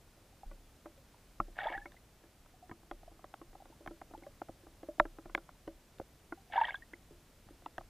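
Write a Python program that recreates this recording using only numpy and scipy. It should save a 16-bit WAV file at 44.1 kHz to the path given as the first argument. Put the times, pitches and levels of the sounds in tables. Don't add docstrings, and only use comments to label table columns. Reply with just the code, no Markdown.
import sys
import numpy as np
from scipy import signal
from scipy.fft import rfft, irfft, next_fast_len
from scipy.io import wavfile
from scipy.ndimage import uniform_filter1d

SR = 44100
rng = np.random.default_rng(int(sys.argv[2]) if len(sys.argv) > 2 else 0)


def inscribe(sig):
    pcm = np.round(np.clip(np.atleast_2d(sig).T, -1, 1) * 32767)
    wavfile.write(sys.argv[1], SR, pcm.astype(np.int16))


N = 347949


def undb(db):
    return 10 ** (np.asarray(db) / 20)


def level(x, db):
    return x * undb(db) / np.sqrt(np.mean(x ** 2))


def fade(t, ring_s):
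    return 1000 ** (-t / ring_s)


def ring(kicks, hz, ring_s):
    pole = np.exp(2j * np.pi * hz / SR - np.log(1000) / (ring_s * SR))
    return signal.lfilter([1], [1, -pole], kicks).imag


def band(x, hz, width):
    return signal.lfilter(*signal.iirpeak(hz, hz / width, SR), x)


def shaped_noise(points):
    hz, db = np.transpose(points)
    size = next_fast_len(N)
    f = np.maximum(np.arange(size // 2 + 1) * SR / size, 1)
    gain = undb(np.interp(np.log(f), np.log(hz), db))
    return irfft(rfft(rng.standard_normal(size)) * gain, size)[:N]


def wander(per_s):
    hold = int(SR / per_s)
    steps = np.repeat(rng.standard_normal(N // hold + 1), hold)
    return 1.3 * uniform_filter1d(uniform_filter1d(steps, hold), hold)[:N]


def add(out, start, sound):
    i = int(start * SR)
    out[i:i + len(sound)] += sound[:N - i]


# f/Hz, relative level/dB
WATER_NOISE = [(12, -45.5), (20, -3), (50, 5), (174, -2), (313, -5), (436, -7.5), (739, -10), (976, -13.5),
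               (11200, -24), (14000, -26), (15300, -27.5)]
# f/Hz, relative level/dB
CHANNEL_NOISE = [(100, 3.5), (1000, 10.5), (5000, 12), (12000, 9.5), (15000, 3.5)]
# f/Hz, width/Hz, level/dB
WHINE_TONES = [(11065, 50, -96), (11290, 45, -98)]

def hiss(water_db=-63.5, channel_db=-77):
    common = level(shaped_noise(WATER_NOISE), water_db) * undb(.5 * wander(1))
    for hz, width, db in WHINE_TONES:
        whine = level(band(rng.standard_normal(N), hz, width), db)
        common += whine * undb(1.5 * wander(10))
    apart = level(shaped_noise(CHANNEL_NOISE), channel_db)
    return np.array([common + apart, common - apart])


def grit(per_s=97, spread_db=2.5, db=-79.5):
    hits = rng.random(N) < per_s / SR
    sizes = undb(spread_db * np.minimum(rng.exponential(size=N), 2.5))
    kicks = uniform_filter1d(hits * sizes, size=20)
    ticks = sum(ring(kicks, hz, ring_s) for part in HOUSING_TONES[:4] for hz, _, ring_s in part)
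    return level(ticks, db)


# t/s, swing strength/dB, thud strength/dB
JOLTS = [(0.068, -55, -81), (0.461, -38, -68), (1.4, -38, -44.5), (1.66, -51, -82), (1.764, -48, -60.5),
         (2.713, -65, -52.5), (2.915, -45.5, -75), (3.04, -55, -76), (3.487, -50, -69), (3.876, -53.5, -54),
         (4.128, -53, -64), (4.299, -53, -69), (4.492, -57, -55.5), (4.999, -37, -46), (5.259, -47, -59),
         (5.351, -56.5, -56), (5.673, -51, -59), (6.001, -62, -55), (7.109, -54, -67), (7.468, -60, -63),
         (7.784, -50.5, -60)]
# f/Hz, relative level/dB, ring time/s
MOUNT_TONES = [(100, 3, 0.091), (152, 7.5, .04), (211.3, 5, 0.081)]

def rocking(rock_hz=31.7, ring_s=.43, grow_s=.033, current_db=-67.5):
    swings, kicks = np.zeros(N), np.zeros(N)
    t = np.arange(SR // 2) / SR
    swing = (fade(t, ring_s) - fade(t, grow_s)) * np.sin(2 * np.pi * rock_hz * t)
    for start, swing_db, thud_db in JOLTS:
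        add(swings, start, undb(swing_db) * swing)
        kicks[int(start * SR)] = undb(thud_db)
    current = level(band(rng.standard_normal(N), rock_hz, width=20), current_db)
    thuds = sum(undb(db) * ring(kicks, hz, thud_s) for hz, db, thud_s in MOUNT_TONES)
    return swings + current + thuds


def pops(per_s=750, spread_db=7):
    sizes = undb(spread_db * np.minimum(rng.exponential(size=N), 3.5))
    hits = rng.random(N) < per_s / SR
    return hits * sizes * rng.choice([-1, 1], N)


def handful_gain(start, patter_s, db, rise_s=.025):
    t = np.arange(N) / SR - start - rise_s
    rise_db = 904 * t
    fall_db = -23.5 * t - 242 * np.maximum(t - patter_s, 0)
    return undb(db + np.minimum(rise_db, fall_db))


# t/s, patter length/s, peak gain/dB
HANDFULS = [(1.556, 0.15, -57), (6.51, 0.16, -56)]
# f/Hz, width/Hz, relative level/dB
WALL_BANDS = [(724, 380, 11.5), (1280, 220, -2.5), (1730, 420, 8), (2210, 140, 4.5), (2770, 650, -1),
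              (3330, 750, 0.5), (4670, 720, -18)]

def splashes(impact_gain=.26):
    impacts = impact_gain * pops()
    walls = np.zeros(N)
    for hz, width, db in WALL_BANDS:
        patter = impacts + pops()
        for pass_width in (width, width, 2 * width):
            patter = band(patter, hz, pass_width)
        walls += level(patter, db)
    return walls * sum(handful_gain(*row) for row in HANDFULS)


# t/s, level/dB, f/Hz, ring time/s
CLEAR_BUBBLES = [(.325, -57.5, 780, 0.069), (0.433, -35.5, 782, 0.034), (1.144, -45.5, 930, .017),
                 (1.5879, -21, 740, 0.012), (1.588, -16.5, 1650, .011), (1.5994, -42, 3700, 0.017),
                 (1.591, -36, 1474, 0.045), (1.6036, -31, 2160, .013), (1.605, -30, 1865, 0.047),
                 (1.6146, -37.5, 819, 0.21), (1.6333, -28, 746, 0.021), (1.6376, -40, 3500, .015),
                 (1.6404, -39, 1680, 0.11), (1.6475, -40, 734, 0.063), (1.6561, -27, 627, .049),
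                 (1.6672, -24.5, 888, 0.059), (1.6703, -29, 3400, 0.012), (1.6835, -36.5, 1910, .049),
                 (1.697, -38, 980, 0.074), (1.7139, -44, 882, 0.23), (1.713, -44, 3160, .013),
                 (1.731, -47, 2950, 0.014), (1.738, -30, 1730, 0.06), (1.7482, -36, 796, 0.16),
                 (1.7508, -30.5, 1885, 0.043), (1.7777, -36, 1670, 0.048), (1.815, -45, 1740, .079),
                 (1.858, -42, 2180, 0.044), (1.966, -47, 2030, 0.034), (2.5387, -54, 744, 0.075),
                 (2.6253, -50, 727, 0.13), (3.0782, -40, 674, 0.036), (3.6017, -44, 790, 0.046),
                 (3.622, -34, 715, .013), (3.7247, -49, 908, 0.046), (4.1478, -35.5, 860, 0.033),
                 (4.2351, -42.5, 2150, 0.013), (4.237, -54, 785, 0.14), (6.344, -50, 332, 0.086),
                 (6.375, -53, 780, 0.11), (6.5, -50.5, 720, 0.098), (6.528, -38, 3400, .015),
                 (6.5345, -47, 1820, 0.075), (6.536, -27.5, 844, 0.03), (6.5577, -20, 780, 0.057),
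                 (6.567, -31.5, 3380, 0.013), (6.5672, -27.5, 1680, .029), (6.5775, -16, 937, 0.072),
                 (6.5846, -33, 1575, .053), (6.601, -29, 1670, 0.037), (6.6128, -13, 890, .05),
                 (6.6144, -31, 2690, 0.016), (6.616, -23, 1810, 0.014), (6.6323, -27.5, 950, 0.035),
                 (6.636, -29, 1650, .036), (6.644, -27, 1893, 0.043), (6.6526, -22, 3130, 0.0098),
                 (6.6735, -29, 3470, 0.007), (6.683, -29, 950, 0.025), (6.69, -30.5, 1630, 0.057),
                 (6.6683, -41.5, 1850, 0.14), (6.697, -38, 3490, .018), (6.7068, -22, 2120, 0.011),
                 (6.73, -39, 3130, 0.014), (6.7427, -30, 1606, 0.06), (6.755, -33.5, 3400, 0.018),
                 (6.822, -36.5, 1860, 0.036), (6.937, -33, 2030, 0.015)]

def bubbles(rise_s=.0015, glide=.055, wobble_db=1.9):
    out = np.zeros(N)
    for start, db, hz, ring_s in CLEAR_BUBBLES:
        t = np.arange(int(1.174 * ring_s * SR)) / SR
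        tone = np.sin(2 * np.pi * hz * (t + glide * t * (t / ring_s - .3)))
        wobble = np.interp(t, np.arange(100) * .004, rng.standard_normal(100))
        envelope = (1 - np.exp(-t / rise_s)) * fade(t, ring_s)
        add(out, start, undb(db + wobble_db * wobble) * envelope * tone)
    return out


HOUSING_TONES = [
    [(338.8, 0, 0.086), (281, -1, 0.04), (410, 2, 0.02)],
    [(565.3, 2, 0.08), (620, -3.5, 0.073)],
    [(469, -21.5, .02), (667, 0.5, 0.034), (779, 5.5, 0.024)],
    [(920, -7.5, 0.022), (1026, 0, 0.019), (1217, -4, 0.016), (1310, -6.5, 0.029)],
    [(1507, 0.5, 0.013), (1809, -3, 0.014), (2064, -7.5, 0.016), (2474, -11.5, 0.013)],
    [(2830, -5.5, 0.0086), (3347, -0.5, 0.01)],
    [(4070, 2, 0.0055), (4700, 1.5, 0.0047), (5600, 6, 0.0038), (6800, -2, 0.0066)],
    [(9100, 6.5, 0.0036), (10500, 13.5, .004), (12000, 9.5, 0.0087), (13130, -2.5, 0.0041)],
]
# t/s, strength/dB, place (0 side, 1 face, 2 corners, 3 lens port),
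# softness/dB lost per part away from that place, base thump/dB, back thump/dB,
# ring time factor (1 for a clean bounce, less when a soft grain stays in contact)
GRAIN_TAPS = [(.1776, -64, 0, 6, -60, -58.5, 0.59), (.5116, -46.5, 1.4, 12, -60, -57, 2),
              (.8569, -45, 0.8, 9, -47.5, -49.5, 1.55), (.8625, -45, 0.9, 8, -74, -68, 0.91),
              (.9765, -57, 2.5, 11, -65, -60, 1.16), (1.4004, -19, 1, 13, -36, -45, 1.06),
              (1.4814, -58.5, 0, 6, -57.5, -63, 1.6), (1.6995, -56, -8, 8, -48.5, -52, 2.5),
              (1.776, -43, 1.95, 8, -50, -68, 1.2), (1.8559, -39, 1.3, 9, -47.5, -49.5, 1.54),
              (1.919, -52.5, 2.5, 8, -78, -76, 2.1), (1.9415, -55, .5, 8, -80, -80, 1.3),
              (2.2363, -63, 1.5, 6, -58.5, -66, 2.7), (2.4598, -50.5, 1.2, 12, -80, -80, .97),
              (2.6944, -45.5, 1.3, 7, -52, -73, 1.4), (2.7124, -35.5, 1.32, 12, -44, -75, 1.84),
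              (2.8314, -55, .6, 7, -59, -80, 1), (2.9119, -35, 0.95, 4.5, -44, -48.5, 1.23),
              (3.031, -49, 0.5, 6, -65, -67, 0.85), (3.1165, -65, 0, 7, -58.5, -66, 1.8),
              (3.1928, -48, 0.5, 7, -61, -76, 0.65), (3.242, -33.5, 0.9, 7, -52, -50, 0.54),
              (3.3396, -27, 1.4, 8, -57, -59, 0.56), (3.4146, -48.5, 1, 8, -49.5, -57.5, 1.5),
              (3.5308, -56.5, 1, 3.5, -61, -80, 1.3), (3.5519, -47, .5, 7, -58, -58, 1.1),
              (3.6545, -53, 0.9, 5, -65, -66, 1.5), (3.6986, -68, .5, 4, -57.5, -64, 1.3),
              (3.8065, -63, 0.5, 7, -55.5, -58, 2.5), (3.8612, -35, 0.8, 4, -46, -46, 0.68),
              (3.8746, -34.5, 1.72, 8, -48, -80, 1.3), (3.9092, -51, 1, 4.5, -47.5, -57.5, 1.5),
              (4.0148, -38, 1, 8, -51, -49.5, 1.02), (4.1091, -53, 0.6, 7, -54, -62, 1.7),
              (4.1364, -42, 0.6, 9, -50, -66, 1.4), (4.1768, -57, 3, 4.5, -50.5, -61, 1),
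              (4.2216, -52, 1.1, 9, -53, -64, 1.6), (4.2648, -45, 1.5, 8, -60, -43.5, 1.1),
              (4.4172, -18.5, .7, 12, -38, -34.5, 0.39), (4.4855, -42, 1.1, 5, -74, -67, 0.52),
              (4.4916, -39, 0.3, 12, -41, -48, 0.71), (4.6348, -80, 3, 5, -56, -68, 1.2),
              (4.6677, -46, 1.2, 9, -50, -56, 0.86), (4.8304, -51, 1.3, 4, -45, -48.5, 1.36),
              (4.8855, -52, 0.5, 4.5, -41, -35, 1.13), (4.9822, -50.5, -0.7, 6, -51, -57.5, 1.2),
              (4.9975, -2.5, 1.33, 12.85, -31, -24.5, 0.91), (5.0527, -37.5, 1.3, 9, -42, -55, 1.4),
              (5.1853, -43, 1, 8, -44, -57, 1.22), (5.2561, -47.5, 0.8, 7, -50.5, -53.5, 1.5),
              (5.2964, -44.5, 1.05, 9, -56, -64, 1), (5.3491, -9.5, 2, 11.4, -40, -37, 0.69),
              (5.3765, -40, 1.05, 4, -44, -53.5, 1.4), (5.4903, -34.5, 1.1, 10, -80, -48, 0.5),
              (5.6763, -45.5, 1, 3, -39.5, -43.5, 1.48), (5.9845, -46, 3, 8, -66, -59, .72),
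              (5.9987, -26.5, 0, 5.5, -35.5, -36, 0.37), (6.0135, -28.5, 1.5, 18, -46, -37, 0.25),
              (6.3225, -30.5, 1.17, 13, -36.5, -70, 1.17), (6.7437, -29.5, 1.73, 9, -71, -67, 0.71),
              (6.9336, -45, 2, 7, -47.5, -67, 1.04), (7.1083, -70, 2.2, 6, -57, -71, 4),
              (7.4873, -53, 1.3, 4, -80, -70, .93), (7.5066, -60, 3.5, 11, -53, -60, 1.5),
              (7.6208, -50.5, 0.7, 9, -60, -64, 0.78), (7.66, -24.5, 1.31, 11, -47.5, -55, 0.96),
              (7.7807, -29.5, 1.34, 6, -47.5, -51, 1.04), (7.8095, -41, 0.5, 6.5, -63, -77, 0.74)]

def grain_taps(spot_db=2.38, detune=.057, far_loss_db=1.85, build_s=.0035):
    part_of_tone = np.concatenate([[k] * len(part) for k, part in enumerate(HOUSING_TONES)])
    hz, db, ring_s = np.concatenate(HOUSING_TONES).T[:, :, None]
    t = np.arange(SR // 7) / SR
    signs = (-1) ** np.arange(len(hz))[:, None]
    cushion = (1 - fade(t, build_s)) ** 2
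    out = np.zeros(N)
    for start, strength, place, softness, base_db, back_db, ring_factor in GRAIN_TAPS:
        level_shift, pitch_shift = rng.standard_normal((2, len(hz), 1))
        away = np.abs(np.arange(len(HOUSING_TONES) - 2) - place)
        walls_db = strength - softness * away - far_loss_db * np.maximum(away - 1, 0) ** 2
        kick_db = np.array([base_db, back_db, *walls_db])[part_of_tone, None]
        sizes = signs * undb(kick_db + db + spot_db * level_shift)
        pitch = hz * (1 + detune * pitch_shift * np.minimum(hz / 1000, 1))
        tones = sizes * fade(t, ring_s * ring_factor) * np.sin(2 * np.pi * pitch * t)
        add(out, start, tones.sum(axis=0) * cushion)
    return out


def scene():
    return grain_taps() + bubbles() + splashes() + rocking() + grit() + hiss()


def record(dry, top_hz=15350):
    return signal.sosfilt(signal.ellip(10, .2, 60, top_hz, fs=SR, output="sos"), dry)


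dry = scene()
out = record(dry)
inscribe(out)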